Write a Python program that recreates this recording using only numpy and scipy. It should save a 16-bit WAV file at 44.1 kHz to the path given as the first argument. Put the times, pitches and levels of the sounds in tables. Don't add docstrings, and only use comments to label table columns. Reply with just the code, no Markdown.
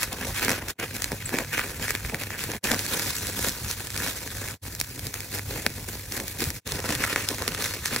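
import sys
import numpy as np
from scipy import signal
from scipy.fft import rfft, irfft
from scipy.io import wavfile
from scipy.ndimage import uniform_filter1d

SR = 44100
rng = np.random.default_rng(int(sys.argv[2]) if len(sys.argv) > 2 else 0)


def digitize_waveform(pressure):
    field = np.atleast_2d(pressure).T
    bounded = np.clip(field, -1, 1)
    quanta = np.round(bounded * 32767).astype(np.int16)
    wavfile.write(sys.argv[1], SR, quanta)


N = 352800
HZ = np.fft.rfftfreq(N, 1 / SR)
TIME = np.arange(N) / SR


def amp(db):
    return 10 ** (np.asarray(db) / 20)


def unit(x):
    return x / np.sqrt(np.mean(x ** 2) + 1e-20)


def read(points, axis=1):
    points = np.asarray(points)
    return np.interp(np.log(HZ + 1), np.log(points[:, 0]), points[:, axis])


def add(mix, s, sound):
    part = mix[..., max(round(s * SR), 0):][..., :sound.shape[-1]]
    part += sound[..., :part.shape[-1]]


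def colour(x, points, lag_cycles=0):
    gain = unit(amp(read(points)))
    lag = np.exp(-2j * np.pi * lag_cycles * np.log(HZ + 100))
    return irfft(rfft(x) * gain * lag, N)


def wander(rate_hz):
    return unit(irfft(rfft(rng.standard_normal(N)) / (1 + (HZ / rate_hz) ** 4), N))


def bursts(per_s, spread_db, decay_s):
    happens = rng.random(N) < per_s / SR
    sizes = amp(spread_db * np.minimum(rng.exponential(1, N), 3.6)) * happens
    power = signal.lfilter([1], [1, -np.exp(-1 / (decay_s * SR))], sizes ** 2)
    return power / power.mean()


def crackle(power, smooth_share):
    return np.sqrt(smooth_share + (1 - smooth_share) * power) * rng.standard_normal((2, N))


def ports(pair):
    # frequency in Hz, likeness from 0 to 1, lead of the left in radians, left over right in dB.
    stereo_rows = [(90, .9994, 0, 0), (170, .996, 0, 0), (330, .98, 0, 0), (750, .89, -.2, 0),
                   (1300, .995, 0, 0), (2050, .98, .1, 0), (2600, .64, 1.4, -3), (2950, .5, 2.6, 0),
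                   (3150, .25, 1.6, 0), (3400, .6, .3, -2), (4350, .5, 1, -1), (4850, .68, 3.3, 0),
                   (5300, .78, 6.3, 0), (7000, .52, 7.3, 0), (9400, .5, 8.3, 0), (9900, .54, 6.7, 0),
                   (10600, .42, 7.3, 0), (11050, .25, 9.4, 0), (11500, .76, 12.6, 0), (13500, .45, 13.4, 0),
                   (15500, .28, 14.2, 0)]
    shared, own = rfft(pair)
    alike = read(stereo_rows)
    turn = np.exp(.5j * read(stereo_rows, axis=2)) * amp(.5 * read(stereo_rows, axis=3))
    shared = shared * np.sqrt((1 + alike) / 2)
    own = own * np.sqrt((1 - alike) / 2)
    return irfft(np.array([(shared + own) * turn, (shared - own) / turn]), N)


def room(x, t60_s=0.029, wet_db=-17):
    t = np.arange(SR // 3) / SR
    hits = rng.random((2, len(t))) < 2000 / SR
    taps = rng.standard_normal((2, len(t))) * hits * (t > .002) * amp(-60 * t / t60_s)
    taps = taps / np.linalg.norm(taps[0])
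    return x + amp(wet_db) * signal.fftconvolve(x[:1], taps, axes=1)[:, :N]


def placed(x, echo_edge_hz=5000, air_hz=12000):
    # start in seconds, spacing of the comb in Hz, echo strength as a signed gain,
    # gain in dB that the top treble tends to (half of these dB at air_hz).
    place_rows = [(0, 2450, -0.071, -7.5), (.76, 2300, 0.15, -5), (2.612, 1590, 0.035, -7),
                  (4.595, 2330, 0.21, -3.5), (6.627, 803, -0.16, -9.5)]
    spectrum, out = rfft(x), np.zeros((2, N))
    for s, comb_hz, strength, air_db in place_rows:
        echo = strength * np.exp(-2j * np.pi * HZ / comb_hz) / (1 + (HZ / echo_edge_hz) ** 2)
        air = amp(air_db * HZ ** 4 / (HZ ** 4 + air_hz ** 4))
        out = np.where(TIME >= s, irfft(spectrum * (1 + echo) * air, N), out)
    return out


def hum(hz=100, peak_db=-43, waver_db=3.0):
    phase_drift = 0.13 * wander(2.3)
    return amp(peak_db + waver_db * wander(5.6)) * np.sin(2 * np.pi * hz * TIME + phase_drift)


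def flames(steady_db=-44, flare_s=0.05, lift_db=3):
    # peak in seconds, roar in dB ahead of the lift.
    flare_rows = [(.29, -36), (1.3, -44.5), (2.08, -41.5), (2.72, -44), (3.28, -44), (3.61, -44.5),
                  (4.45, -40.5), (5.51, -36), (6.18, -42.5), (6.46, -38), (6.74, -40), (6.99, -39)]
    # frequency in Hz, relative level in dB.
    rumble_tone = [(15, -32), (30, -23), (45, -3), (60, -0.5), (82, 1), (102, -2.5), (135, -3), (190, -12),
                   (400, -29)]
    power = amp(steady_db) ** 2
    for s, db in flare_rows:
        power = power + amp(db) ** 2 * np.exp(-((TIME - s) / flare_s) ** 2)
    puffs = unit(amp(2.6 * wander(15)))
    roar = colour(rng.standard_normal((2, N)), rumble_tone)
    return amp(lift_db) * np.sqrt(power) * puffs * roar


def squeak(s=1.2565, hz=8000, width_hz=450, decay_s=0.01, db=-25):
    band = np.exp(-.5 * ((HZ - hz) / width_hz) ** 2)
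    jet = unit(irfft(rfft(rng.standard_normal((2, N))) * band, N))
    return amp(db) * jet * (TIME > s) * np.exp(-abs(TIME - s) / decay_s)


def pops(spray_db=-23, ragged=0.32):
    # time in seconds, body in dB and crack in dB, both ahead of the final lifts.
    pop_rows = [(0.0314, -20, -18), (0.1287, -42, -25), (0.2275, -28, -43), (0.4478, -29, -18),
                (0.4818, -16, -24), (0.4937, -18, -19), (0.5048, -21, -21), (0.5158, -18, -25),
                (0.685, -31, -28), (0.7988, -25, -29), (0.8306, -26, -35), (0.9648, -30, -28),
                (1.0205, -26, -21), (1.043, -26, -19), (1.1184, -26, -26), (1.2924, -26, -29),
                (1.3865, -16, -22), (1.4475, -29, -36), (1.5297, -25, -30), (1.5483, -23, -32),
                (1.5788, -16, -28), (1.5942, -20, -33), (1.8812, -24, -29), (1.9063, -18, -19),
                (1.951, -19, -23), (2.0487, -25, -39), (2.1451, -19, -28), (2.2354, -28, -29),
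                (2.3048, -26, -34), (2.4389, -27, -25), (2.517, -29, -26), (2.6415, -32, -23),
                (2.7161, -18, -17), (2.7444, -23, -24), (2.7923, -31, -21), (2.8641, -28, -26),
                (2.9954, -24, -23), (3.1043, -41, -26), (3.2696, -32, -23), (3.4462, -27, -24),
                (3.4854, -30, -20), (3.494, -37, -24), (3.7121, -33, -23), (3.8707, -36, -27),
                (3.9037, -34, -29), (3.9637, -28, -25), (3.9763, -37, -24), (4.0752, -27, -27),
                (4.2758, -28, -31), (4.4855, -30, -32), (4.7506, -37, -29), (4.8007, -33, -20),
                (4.8127, -23, -19), (4.9937, -40, -28), (5.0685, -38, -25), (5.141, -26, -24),
                (5.2051, -34, -27), (5.3867, -32, -29), (5.3938, -26, -35), (5.6643, -12.5, -18),
                (6.1219, -32, -26), (6.167, -30, -26), (6.1765, -30, -28), (6.2006, -27, -27),
                (6.2807, -31, -25), (6.4048, -32, -23), (6.4403, -39, -23), (6.5037, -31, -24),
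                (6.6754, -31, -27), (6.7205, -30, -22), (6.8023, -30, -29), (6.8907, -23, -25),
                (6.9242, -26, -24), (6.9511, -28, -21), (7.039, -16, -25), (7.0495, -21, -24),
                (7.1604, -14, -21), (7.288, -29, -16), (7.3836, -25, -30), (7.4212, -33, -24),
                (7.4786, -21, -16), (7.5479, -28, -24), (7.6419, -33, -20), (7.7383, -29, -26),
                (7.858, -24, -20), (7.9622, -18, -18)]
    # frequency in Hz, relative level in dB.
    body_tone = [(70, -10), (250, -4), (500, -4), (1150, -5.5), (1700, 3), (2400, 0), (3200, -16),
                 (6000, -31)]
    crack_tone = [(1500, -16), (3200, -2), (5500, 1.5), (8500, -1), (11000, -1.5), (16000, -4)]
    swell_s, crack_s, spray_s = .0004, .00048, .0025
    t = np.arange(round(.02 * SR)) / SR
    pulses, cracks = np.zeros((2, 2, N))
    for s, body_db, crack_db in pop_rows:
        wetness = min(amp(spray_db + 0.49 * (crack_db - body_db)), 1 / 10)
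        decay = np.exp(-t / crack_s) + wetness * np.exp(-t / spray_s)
        noise = (1 - np.exp(-t / swell_s)) * decay * rng.standard_normal((2, 2, len(t)))
        low, high = noise / np.linalg.norm(noise, axis=-1, keepdims=True)
        add(pulses[0], s, amp([body_db]))
        add(pulses, s - swell_s, ragged * amp(body_db) * low)
        add(cracks, s, amp(crack_db) * high)
    body = amp(17.5) * colour(pulses, body_tone, lag_cycles=1.05)
    return body + amp(22.0) * colour(cracks, crack_tone)


def patchy(x, patchy_db=1.59):
    z = signal.stft(x, nperseg=256)[2]
    patches = uniform_filter1d(rng.standard_normal(z.shape[1:]), size=5, axis=0)
    patches = unit(uniform_filter1d(patches, size=10, axis=1))
    return signal.istft(z * unit(amp(patchy_db * patches)))[1][:, :N]


def boiling(attack_s=0.027, release_s=0.04, rise_db=0.26):
    # start in seconds, length in seconds,
    # then flame flutter, coarse spatter and fine sizzle in dB ahead of the frying mix.
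    spurt_rows = [(-0.015, 0.036, -53, -30.5, -25.5), (0.097, 0.14, -39.0, -38.5, -37),
                  (0.25, 0.029, -42, -47, -31), (0.332, 0.063, -46, -33.5, -30.5),
                  (0.409, 0.11, -33.5, -29.5, -28), (0.671, 0.021, -57, -40, -29.5),
                  (0.754, 0.085, -37.5, -34.5, -40), (0.924, 0.04, -44.5, -37, -34),
                  (1.004, 0.017, -44, -40, -29), (1.098, 0.018, -37, -52, -49),
                  (1.309, 0.072, -32.5, -34.5, -34.5), (1.513, 0.084, -43.5, -27.5, -31),
                  (1.612, 0.096, -43, -47, -38), (1.8, 0.1, -40.5, -33.5, -31),
                  (2.111, 0.021, -31.5, -46, -40), (2.167, 0.07, -46, -39, -37),
                  (2.275, 0.061, -40.5, -37.5, -39.5), (2.369, 0.068, -49, -37.5, -33),
                  (2.47, 0.072, -41, -41.5, -38), (2.622, 0.12, -33, -31, -27.5),
                  (2.764, 0.096, -40, -39.5, -31), (2.883, 0.12, -38, -35, -27),
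                  (3.006, 0.091, -43.5, -38, -30), (3.132, 0.19, -43.5, -41, -31),
                  (3.349, 0.12, -37.5, -37, -26), (3.674, 0.035, -48, -40, -29),
                  (3.931, 0.078, -43, -40, -34.5), (4.004, 0.092, -39.5, -36.5, -29),
                  (4.393, 0.025, -43, -38.5, -40.5), (5.02, 0.069, -47, -45.5, -39),
                  (5.13, 0.063, -47, -41.5, -39.5), (5.318, 0.045, -41, -39, -33),
                  (5.475, 0.13, -43, -40, -36.5), (5.635, 0.02, -39, -44, -42.5),
                  (5.856, 0.028, -41.5, -42, -35), (6.116, 0.052, -37.5, -39, -35),
                  (6.266, 0.021, -59, -45, -40), (6.373, 0.057, -41.5, -39, -33),
                  (6.637, 0.16, -42.5, -41.5, -38), (6.828, 0.11, -35.5, -34.5, -30.5),
                  (6.982, 0.15, -37, -30.5, -29), (7.151, 0.054, -34, -29, -28.5),
                  (7.277, 0.065, -36.5, -40, -31.5), (7.37, 0.23, -42.5, -40, -36.5),
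                  (7.581, 0.098, -38.5, -34, -27.5), (7.837, 0.036, -57.5, -38, -29),
                  (7.886, 0.063, -36, -33.5, -29)]
    # start in seconds, then the same three levels in dB.
    simmer_rows = [(0.0, -44, -44, -42.5), (0.76, -48, -43.5, -40), (2.612, -47, -44, -36),
                   (4.595, -49.5, -48.5, -39.5), (6.627, -50, -42.0, -36.5)]
    power = np.zeros((3, N))
    for s, *layers_db in simmer_rows:
        power[:, TIME >= s] = amp(layers_db)[:, None] ** 2
    t = np.arange(SR // 2) / SR
    for s, length, *layers_db in spurt_rows:
        held = np.minimum(t / attack_s, 1) * amp(rise_db * np.minimum(t / length, 1))
        shape = held * np.exp(-np.maximum(t - length, 0) / release_s)
        gains = amp(layers_db)[:, None] * shape
        add(power, s, gains[:, t >= -s] ** 2)
    return np.sqrt(power)


def frying():
    # frequency in Hz, relative level in dB.
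    flutter_tone = [(70, -18), (150, -4.5), (260, -1.5), (450, -4), (750, -9.5), (1100, -11), (2200, -81)]
    spatter_tone = [(500, -45), (950, -9.5), (1250, -6.5), (1600, 1), (2100, -3), (2550, -1.5),
                    (3000, -6.5), (4500, -21)]
    sizzle_tone = [(1400, -21), (2600, -11.5), (3400, -2.5), (4400, -0.5), (6000, -0.5), (8800, -0.5),
                   (9900, -2), (10800, 0.5), (12500, -1), (15700, -1)]
    drops = bursts(per_s=600, spread_db=4.5, decay_s=0.00083)
    bubbles = bursts(per_s=2400, spread_db=1.5, decay_s=0.0002)
    ticks = .22 * bursts(per_s=90, spread_db=2, decay_s=.0004)
    flutter = colour(crackle(drops, smooth_share=0.36), flutter_tone, lag_cycles=1.1)
    spatter = colour(crackle(drops + ticks, smooth_share=0.36), spatter_tone, lag_cycles=0.294)
    fizz = crackle(.65 * bubbles + .35 * drops + ticks, smooth_share=.27)
    sizzle = colour(fizz, sizzle_tone)
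    uneven = unit(amp(1.79 * wander(47) + 0.68 * wander(6.8)))
    licks = unit(amp(1.94 * wander(13)))
    flutter_gain, spatter_gain, sizzle_gain = boiling()
    mix = amp(1.34) * flutter_gain * licks * flutter
    mix = mix + amp(-0.35) * spatter_gain * spatter
    mix = mix + amp(-0.15) * sizzle_gain * sizzle
    return uneven * mix


def scene():
    pot = placed(patchy(frying()) + pops() + squeak())
    return ports(room(flames() + pot)) + hum()


def record(dry, edge_hz=15850, floor_db=-39):
    dip_rows = [(.706, .746, .779, .798), (2.568, 2.6, 2.626, 2.641), (4.53, 4.585, 4.612, 4.634),
                (6.572, 6.612, 6.644, 6.67)]
    fader = np.ones(N)
    for times in dip_rows:
        fader *= np.interp(TIME, times, [1, 0, 0, 1]) ** 2
    faded = dry * (fader + amp(floor_db))
    low_pass = signal.firwin(511, edge_hz, window=("kaiser", 9), fs=SR)
    return signal.oaconvolve(faded, low_pass[None], "same")


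dry = scene()
out = record(dry)
digitize_waveform(out)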